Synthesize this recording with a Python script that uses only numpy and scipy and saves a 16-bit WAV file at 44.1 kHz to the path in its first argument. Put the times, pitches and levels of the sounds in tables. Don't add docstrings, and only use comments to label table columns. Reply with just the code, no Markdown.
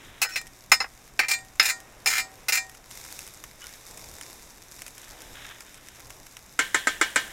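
import sys
import numpy as np
from scipy import signal
from scipy.fft import rfft, irfft, next_fast_len
from scipy.io import wavfile
from scipy.ndimage import map_coordinates

SR = 44100
rng = np.random.default_rng(int(sys.argv[2]) if len(sys.argv) > 2 else 0)


def wrap_up_sound(samples):
    columns = np.atleast_2d(samples).T
    tamed = np.clip(columns, -1, 1)
    steps = np.round(tamed * 32767).astype(np.int16)
    wavfile.write(sys.argv[1], SR, steps)


N = 322812
TIME = np.arange(N) / SR
AGE = np.arange(SR * 3 // 5) / SR
ONSET = SR // 100
TOP_HZ = 15900

# t/s, level/dB, chatter/s, thud/dB, presence/dB, brightness/dB,
# plate ring/dB. Presence is the treble near 4 kHz, brightness the treble above it.
BLADE_LANDINGS = [(0.2166, -19.5, .018, 6, 4, 9, -6), (0.3585, -23, 0.009, -1, 10, 1.5, -8.5),
                  (0.7173, -8, 0.0073, 8, -5, -1, 4.5), (.803, -22.5, 0.013, 10, 9, -6, 17),
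                  (0.8425, -39.5, .0014, 21, -11, -21, -27), (1.1919, -15, 0.0054, 8, -8, -6, -25),
                  (1.597, -11, 0.00075, -0.5, 5, -6.5, 1.5), (2.0597, -19, .0072, 1, -7, 2, 4),
                  (2.484, -20.5, 0.014, -1.5, 4.5, 7.5, -9)]
# t/s, length/s, level/dB, thud/dB, brightness/dB
EDGE_DRAGS = [(0.247, 0.016, -30.5, 11, -7), (0.289, 0.099, -43.5, -7, 3), (1.215, .045, -28.5, 3, -17),
              (1.292, .04, -27, 2, 6), (1.627, 0.067, -26, 1.5, 6), (2.084, 0.032, -25, 1, 4),
              (2.127, 0.068, -25.5, -13, 1.5), (2.53, 0.03, -23.5, -25, 9)]
# t/s, level/dB
EDGE_CATCHES = [(1.2838, -25), (1.3135, -20.5), (1.6562, -22.5), (2.0725, -17.5), (2.5225, -20)]
# t/s, level/dB
RIM_FLICKS = [(.3745, -30.5), (.738, -27.5), (1.3345, -25.5), (1.6967, -22), (2.1808, -23.5), (2.199, -28),
              (2.5725, -22)]
# f/Hz, level/dB, ring time/s (the time to fade by 60 dB)
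BLADE_TONES = [(657, -37, .45), (764, -25, .68), (985, -29, .35), (1270, -20, .12), (1410, -23.5, .28),
               (1622, -21, .13), (1863, -9.5, .28), (2066, -10, .09), (2372, 0, .13), (3628, -20.5, .17),
               (3957, -24, .19), (4145, -14, .1), (4499, -20, .18), (4791, -26, .24), (5130, -13, .14),
               (5389, -17, .13), (5868, -20, .13), (6169, -25, .23), (6595, -21, .2), (6832, -15, .16),
               (7062, -19, .15), (7323, -14, .14), (7524, -19, .21), (7870, -22, .2), (8350, -24, .2),
               (8813, -21, .17), (9338, -21, .12), (10368, -22, .1), (12489, -23, .09), (15042, -23, .1)]
# f/Hz, level/dB, ring time/s
PLATE_TONES = [(1272, -12, .08), (2063, -3, .09), (2590, -5, .06), (2730, -8, .05), (4140, -11, .06),
               (5125, 0, .11), (5255, -2, .09), (6790, -7, .08), (9021, -10, .1)]
def scrapes(bounce_s=0.018, bounce_loss_db=13.5):
    out = np.zeros(N)
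    plate, blade = ringing_tones(PLATE_TONES), ringing_tones(BLADE_TONES)
    landing_times = [row[0] for row in BLADE_LANDINGS]
    presses = [(pressed_blade(), plate, blade) for _ in landing_times]

    def last_press(s):
        return presses[np.searchsorted(landing_times, s) - 1]

    for parts, (s, db, chatter_s, *tone, plate_db) in zip(presses, BLADE_LANDINGS):
        add(out, s, amp(db) * clink(parts, chatter_s, *tone, plate_db, blade_db=-11.5))
        bounce = clink(parts, 0.0032, *tone, plate_db=-1.5, blade_db=-14)
        add(out, s + bounce_s, amp(db - bounce_loss_db) * bounce)
    for s, length, db, thud_db, bright_db in EDGE_DRAGS:
        add(out, s, amp(db) * drag(last_press(s), length, thud_db, bright_db))
    for s, db in EDGE_CATCHES:
        catch = clink(last_press(s), chatter_s=0.005, thud_db=1, presence_db=16, bright_db=8,
                      plate_db=-13, blade_db=2)
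        add(out, s, amp(db) * catch)
    for s, db in RIM_FLICKS:
        flick = clink(last_press(s), chatter_s=0.01, thud_db=-19, presence_db=6, bright_db=2.5,
                      plate_db=-15, blade_db=8.5)
        add(out, s, amp(db) * flick)
    return out


# f/Hz, level/dB
CLATTER_COLOUR = [(100, -31), (250, -22), (480, -14.5), (800, -9), (1050, -7), (1280, -5.5), (2100, 2),
                  (2650, -1.5), (3200, -13), (4100, -7.5), (5400, -7.5), (9000, -16.5), (16000, -19)]
# f/Hz, level/dB
THUD_COLOUR = [(100, -29), (220, -15), (370, -12), (480, 0.5), (600, -6.5), (800, 7), (1000, 1), (1270, 4),
               (2000, 9), (4000, -35)]
def clink(parts, chatter_s, thud_db, presence_db, bright_db, plate_db, blade_db, grit_db=-2.5):
    sheet_tones, plate, blade = parts
    sheet = unit(irfft(sheet_tones * random_phases(len(sheet_tones))))
    sheet *= hold_then_fade(chatter_s * 0.91, ring_s=0.077)
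    slips = unit(rng.standard_normal(len(AGE)) * amp(3.3 * rng.standard_normal(len(AGE))))
    slips *= hold_then_fade(chatter_s, ring_s=0.06)
    grit = coloured(slips, [(800, -1), (2500, 9), (5000, 3)])
    thud = unit(coloured(slips, THUD_COLOUR), ONSET)
    clatter = unit(coloured(sheet + amp(grit_db) * grit, CLATTER_COLOUR), ONSET)
    china = amp(plate_db) * strike(plate, scatter_db=2.5)
    steel = amp(blade_db) * strike(blade, scatter_db=3)
    ring = (china + steel) * rise(0.00046)
    treble = [(2500, 0.015), (4200, 0.51 * presence_db), (8500, 1.01 * bright_db)]
    return unit(coloured(clatter + ring, treble), ONSET) + amp(thud_db - 15.5) * thud


def pressed_blade(count=56):
    spectrum = np.zeros(len(AGE) // 2 + 1, complex)
    hz = (np.arange(count) + 4 + rng.random(count)) * TOP_HZ / count
    spectrum[(hz * len(AGE) / SR).astype(int)] = amp(3 * rng.standard_normal(count))
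    return spectrum


def drag(parts, length, thud_db, bright_db, points=3, slips_per_s=115, scatter_db=2.5):
    out = np.zeros(len(AGE))
    for point in range(points):
        jitter = rng.random(len(AGE) // ONSET)
        when = (np.arange(len(jitter)) * points + point + jitter - jitter[0]) / slips_per_s
        sizes = amp(scatter_db * rng.standard_normal(len(when))) * (when < length)
        slips = np.bincount((when * SR).astype(int), sizes, len(AGE))[:len(AGE)]
        touch = clink(parts, chatter_s=0.0018, thud_db=thud_db, presence_db=0.75 * bright_db,
                      bright_db=bright_db, plate_db=-10, blade_db=-2, grit_db=-9)
        out += signal.fftconvolve(slips, touch)[:len(AGE)]
    return unit(out, int(length * SR))


# t/s, length/s, f/Hz, level/dB
EDGE_SQUEALS = [(.215, 0.035, 2566, -28), (0.246, 0.086, 1503, -45), (.261, .031, 5160, -42),
                (.312, 0.046, 2540, -47), (.314, 0.049, 5480, -41.5), (3.613, 0.042, 2970, -50.5),
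                (3.619, .05, 1430, -54.5)]
def squeals():
    out = np.zeros(N)
    for s, length, hz, db in EDGE_SQUEALS:
        size = int(length * SR)
        pitch = hz * (1 + 0.014 * wobble(600)[:size])
        grip = amp(3 * wobble(400)[:size]) * signal.get_window(("tukey", 0.5), size)
        add(out, s, amp(db) * unit(grip * sine(pitch)))
    return out


# t/s, level/dB
GRIDDLE_RAPS = [(6.591, -4), (6.745, -4), (6.871, -5), (7.013, -4), (7.159, -3.5)]
# f/Hz, level/dB
CLANK_COLOUR = [(71, -38), (120, -39), (272, -9), (698, -15), (1010, -12), (1140, -22), (1240, -8.5),
                (1620, -1.5), (2020, -5.5), (2240, -3), (2640, -19.5), (2990, -15), (4780, -20.5),
                (7820, -14.5), (16000, -37.5)]
# f/Hz, ring time/s
CLANK_RING_TIMES = [(250, 0.057), (1000, 0.15), (1800, 0.091), (3500, 0.26), (8000, 0.086), (15000, 0.049)]
# f/Hz, level/dB, ring time/s
GRIDDLE_TONES = [(313, -8, 0.076), (442, -11.5, 0.1), (1040, -10.5, 0.16), (1269, -3, 0.093),
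                 (1400, -23, 0.067), (1565, -4, 0.22), (1793, -5, 0.23), (1750, -18, 0.12),
                 (2190, -0.5, 0.11), (2895, -13, 0.25), (3330, -17.5, 0.3), (7000, -4.5, 0.072),
                 (7570, -2, 0.069)]
# f/Hz, level/dB
KETTLE_COLOUR = [(200, -13.5), (700, -10.5), (1200, -12), (1750, 2.5), (2500, -9), (3200, -4), (4600, -18),
                 (7500, -11), (15000, -22)]
def raps():
    out, griddle = np.zeros(N), ringing_tones(GRIDDLE_TONES)
    crack = 1 + 0.49 * fade(0.021)
    for s, db in GRIDDLE_RAPS:
        blow = dying_noise(CLANK_RING_TIMES) * crack
        clank = unit(coloured(blow, CLANK_COLOUR), ONSET)
        ring = strike(griddle, scatter_db=1.2) * rise(0.001)
        after_ring = noise(KETTLE_COLOUR, len(AGE)) * fade(0.66) * rise(0.0032)
        add(out, s, amp(db - 13) * clank + amp(db - 14.5) * ring + amp(db - 29.5) * after_ring)
    return out


# t/s, level/dB
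SHARP_TICKS = [(0.4143, -25.5), (0.469, -30), (2.6962, -29.5), (2.9113, -27), (3.1146, -31),
               (3.1907, -20.5), (3.439, -22.5), (3.974, -27), (4.2116, -22.5), (4.8195, -21.5),
               (4.8646, -24.5), (4.88, -26), (4.9801, -27), (5.8855, -27.5), (6.106, -29), (6.3684, -24.5)]
# f/Hz, level/dB
TICK_COLOUR = [(300, -22), (1000, -8), (2200, -1), (3200, -3.5), (4400, -8.5), (5500, 3), (8000, 0),
               (12000, -4), (16000, -14)]
def spits(small_count=22):
    out = np.zeros(N)
    at = rng.integers(N, size=small_count)
    small_db = 20 * np.log10(sizzle_strength()[at]) + 22.5 + 2.5 * rng.standard_normal(small_count)
    envelope = (fade(0.0054) + 0.2 * fade(0.047)) * rise(0.00025)
    for s, db in [*SHARP_TICKS, *zip(at / SR, small_db)]:
        burst = rng.standard_normal(len(AGE)) * envelope
        fullness_db = 5 + 3 * rng.standard_normal()
        tick = coloured(burst, TICK_COLOUR, [(2000, fullness_db), (4500, 0)])
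        add(out, s, amp(db - 16.5) * unit(tick, ONSET))
    return out


# t/s, length/s, sizzle flare/dB, rice rustle/dB
TURNER_PUSHES = [(2.903, .33, -47.5, -60), (3.6, 0.15, -52.5, -77), (3.857, 0.45, -50.5, -56),
                 (4.703, 0.33, -53, -66), (5.067, 0.42, -54, -56.5), (5.94, 0.23, -62, -58.5)]
# t/s, length/s, level/dB
STEEL_RUBS = [(0, .2, -54), (3.61, 0.063, -51.5), (4.97, 0.32, -54.5), (5.342, .18, -47), (5.65, 0.35, -58)]
# f/Hz, level/dB
RASP_COLOUR = [(600, -25), (1200, -7), (1750, 0), (2300, -6), (3200, -5), (3800, -4.5), (4600, -31),
               (12000, -46)]
def stirring():
    push = sum(amp(db) * swell(s, length, rise_s=0.047, fall_s=0.14)
               for s, length, _, db in TURNER_PUSHES)
    rustle = noise([(100, -13.5), (280, -0.5), (700, 1.5), (1000, 1),
                    (1500, -19), (3200, -19), (6000, -33)])
    pressure = sum(amp(db) * swell(s, length, rise_s=0.0055, fall_s=0.068)
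                   for s, length, db in STEEL_RUBS)
    friction = rng.standard_normal(N) * amp(2.5 * wobble(180))
    rasp = unit(coloured(friction, RASP_COLOUR))
    jolts = amp(4.3 * wobble(14))
    bumps = unit(jolts * noise([(15, -0.5), (45, 2), (90, -4), (200, -20), (500, -55)]))
    return push * (rustle + amp(-3.5) * bumps) + pressure * rasp


def sizzle_strength(rice_db=-56.5, vegetables_add_db=2):
    mixed_in = TIME > TURNER_PUSHES[0][0]
    steady = amp(rice_db + vegetables_add_db * mixed_in)
    flare_power = sum((amp(db) * swell(s, length, rise_s=0.009, fall_s=0.17)) ** 2
                      for s, length, db, _ in TURNER_PUSHES)
    return np.sqrt(steady ** 2 + flare_power)


# f/Hz, level/dB
HISS_COLOUR = [(600, -7.5), (1000, -9), (1400, -6), (2300, 1), (3200, -7.5), (3650, 5), (4400, -6),
               (5400, 4), (7500, 1), (9000, -2.5), (13000, -3.5), (16000, -15)]
# f/Hz, level/dB
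CRACKLE_COLOUR = [(800, -3), (2200, 4), (3200, -10), (4400, 2.5), (5400, 5), (7500, 5), (9000, -1),
                  (13000, 0), (16000, -16)]
def sizzle(pops_per_s=260):
    hiss = noise(HISS_COLOUR)
    sizes = amp(5 * np.minimum(rng.exponential(size=N), 3))
    pops = (rng.random(N) < pops_per_s / SR) * sizes
    bursts = signal.fftconvolve(pops, fade(0.0034))[:N]
    crackle = unit(coloured(bursts * rng.standard_normal(N), CRACKLE_COLOUR))
    flicker = amp(wobble(25))
    return sizzle_strength() * flicker * (amp(-1.03) * hiss + amp(-2.5) * crackle)


# t/s, level/dB
WASH_LEVELS = [(0, -54.5), (.6, -58), (1.6, -57), (1.85, -54), (2.25, -52.5), (2.6, -56.5), (3.6, -56.5),
               (6.5, -58), (6.9, -54), (7.32, -51)]
# f/Hz, level/dB
WASH_COLOUR = [(100, -15.5), (280, -1), (700, -1.5), (1000, -3), (1500, -6), (2200, -7), (3200, -13.5),
               (6000, -39)]
# f/Hz, level/dB
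RUMBLE_COLOUR = [(10, -5), (25, 2.5), (55, -2), (90, -7), (160, -10), (300, -14), (700, -44)]
def outdoors(rumble_db=-57, hum_db=-66.5, hum_hz=119):
    wash = amp(np.interp(TIME, *np.transpose(WASH_LEVELS))) * noise(WASH_COLOUR)
    gusts = amp(3 * wobble(10))
    rumble = amp(rumble_db) * unit(gusts * noise(RUMBLE_COLOUR))
    hum = amp(hum_db + 2 * wobble(4.9)) * unit(sine(hum_hz + 2 * wobble(11)))
    return wash + rumble + hum


def ringing_tones(table):
    hz, db, ring_s = np.transpose(table)
    gains = amp(db) / np.linalg.norm(amp(db)) * np.sqrt(2)
    return gains[:, None] * np.exp(2j * np.pi * np.outer(hz, AGE)) * fade(ring_s[:, None])


def strike(tones, scatter_db):
    share = unit(amp(scatter_db * rng.standard_normal(len(tones))))
    return ((share * random_phases(len(tones))) @ tones).real


def random_phases(count):
    return np.exp(2j * np.pi * rng.random(count))


def sine(hz):
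    return np.sin(2 * np.pi * np.cumsum(hz) / SR)


def noise(colour, size=N):
    return unit(coloured(rng.standard_normal(size), colour))


def dying_noise(ring_times):
    hz, t, bands = signal.stft(rng.standard_normal(len(AGE)), SR, nperseg=128)
    decay = np.exp(-np.log(1000) * t / along(ring_times, hz)[:, None])
    return signal.istft(bands * decay, SR, nperseg=128)[1][:len(AGE)]


def coloured(x, *colours):
    size = 2 * next_fast_len(len(x) // 2 + 2048)
    hz = np.fft.rfftfreq(size, 1 / SR)
    cepstrum = irfft(np.log(amp(sum(along(colour, hz) for colour in colours))))
    cepstrum[1:size // 2] *= 2
    cepstrum[size // 2 + 1:] = 0
    return irfft(rfft(x, size) * np.exp(rfft(cepstrum)))[:len(x)]


def along(points, hz):
    point_hz, values = np.transpose(points)
    return np.interp(np.log(hz + 1), np.log(point_hz), values)


def wobble(rate):
    return map_coordinates(rng.standard_normal(int(N * rate / SR) + 4), [TIME * rate])


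def rise(rise_s):
    return 1 - np.exp(-AGE / rise_s)


def fade(ring_s):
    return np.exp(-np.log(1000) * AGE / ring_s)


def hold_then_fade(length, ring_s):
    return np.minimum(1, np.exp(-np.log(1000) * (AGE - length) / ring_s))


def swell(s, length, rise_s, fall_s):
    return np.clip((TIME - s) / rise_s, 0, 1) * np.exp(-np.maximum(TIME - s - length, 0) / fall_s)


def amp(db):
    return 10 ** (np.asarray(db) / 20)


def unit(x, size=None):
    return x / np.sqrt(np.mean(x[:size] ** 2) + 1e-20)


def add(track, s, sound):
    part = track[round(s * SR):][:len(sound)]
    part += sound[:len(part)]


def scene():
    return (scrapes() + squeals() + raps() + spits() + sizzle() + stirring() + outdoors())[None]


def record(dry):
    rounded = dry / (1 + np.abs(dry) ** 6) ** (1 / 6)
    size = next_fast_len(N + SR)
    treble_cut = np.clip((TOP_HZ - np.fft.rfftfreq(size, 1 / SR)) / 200 + 0.5, 0, 1)
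    return irfft(rfft(rounded, size) * treble_cut, size)[:, :N]


dry = scene()
out = record(dry)
wrap_up_sound(out)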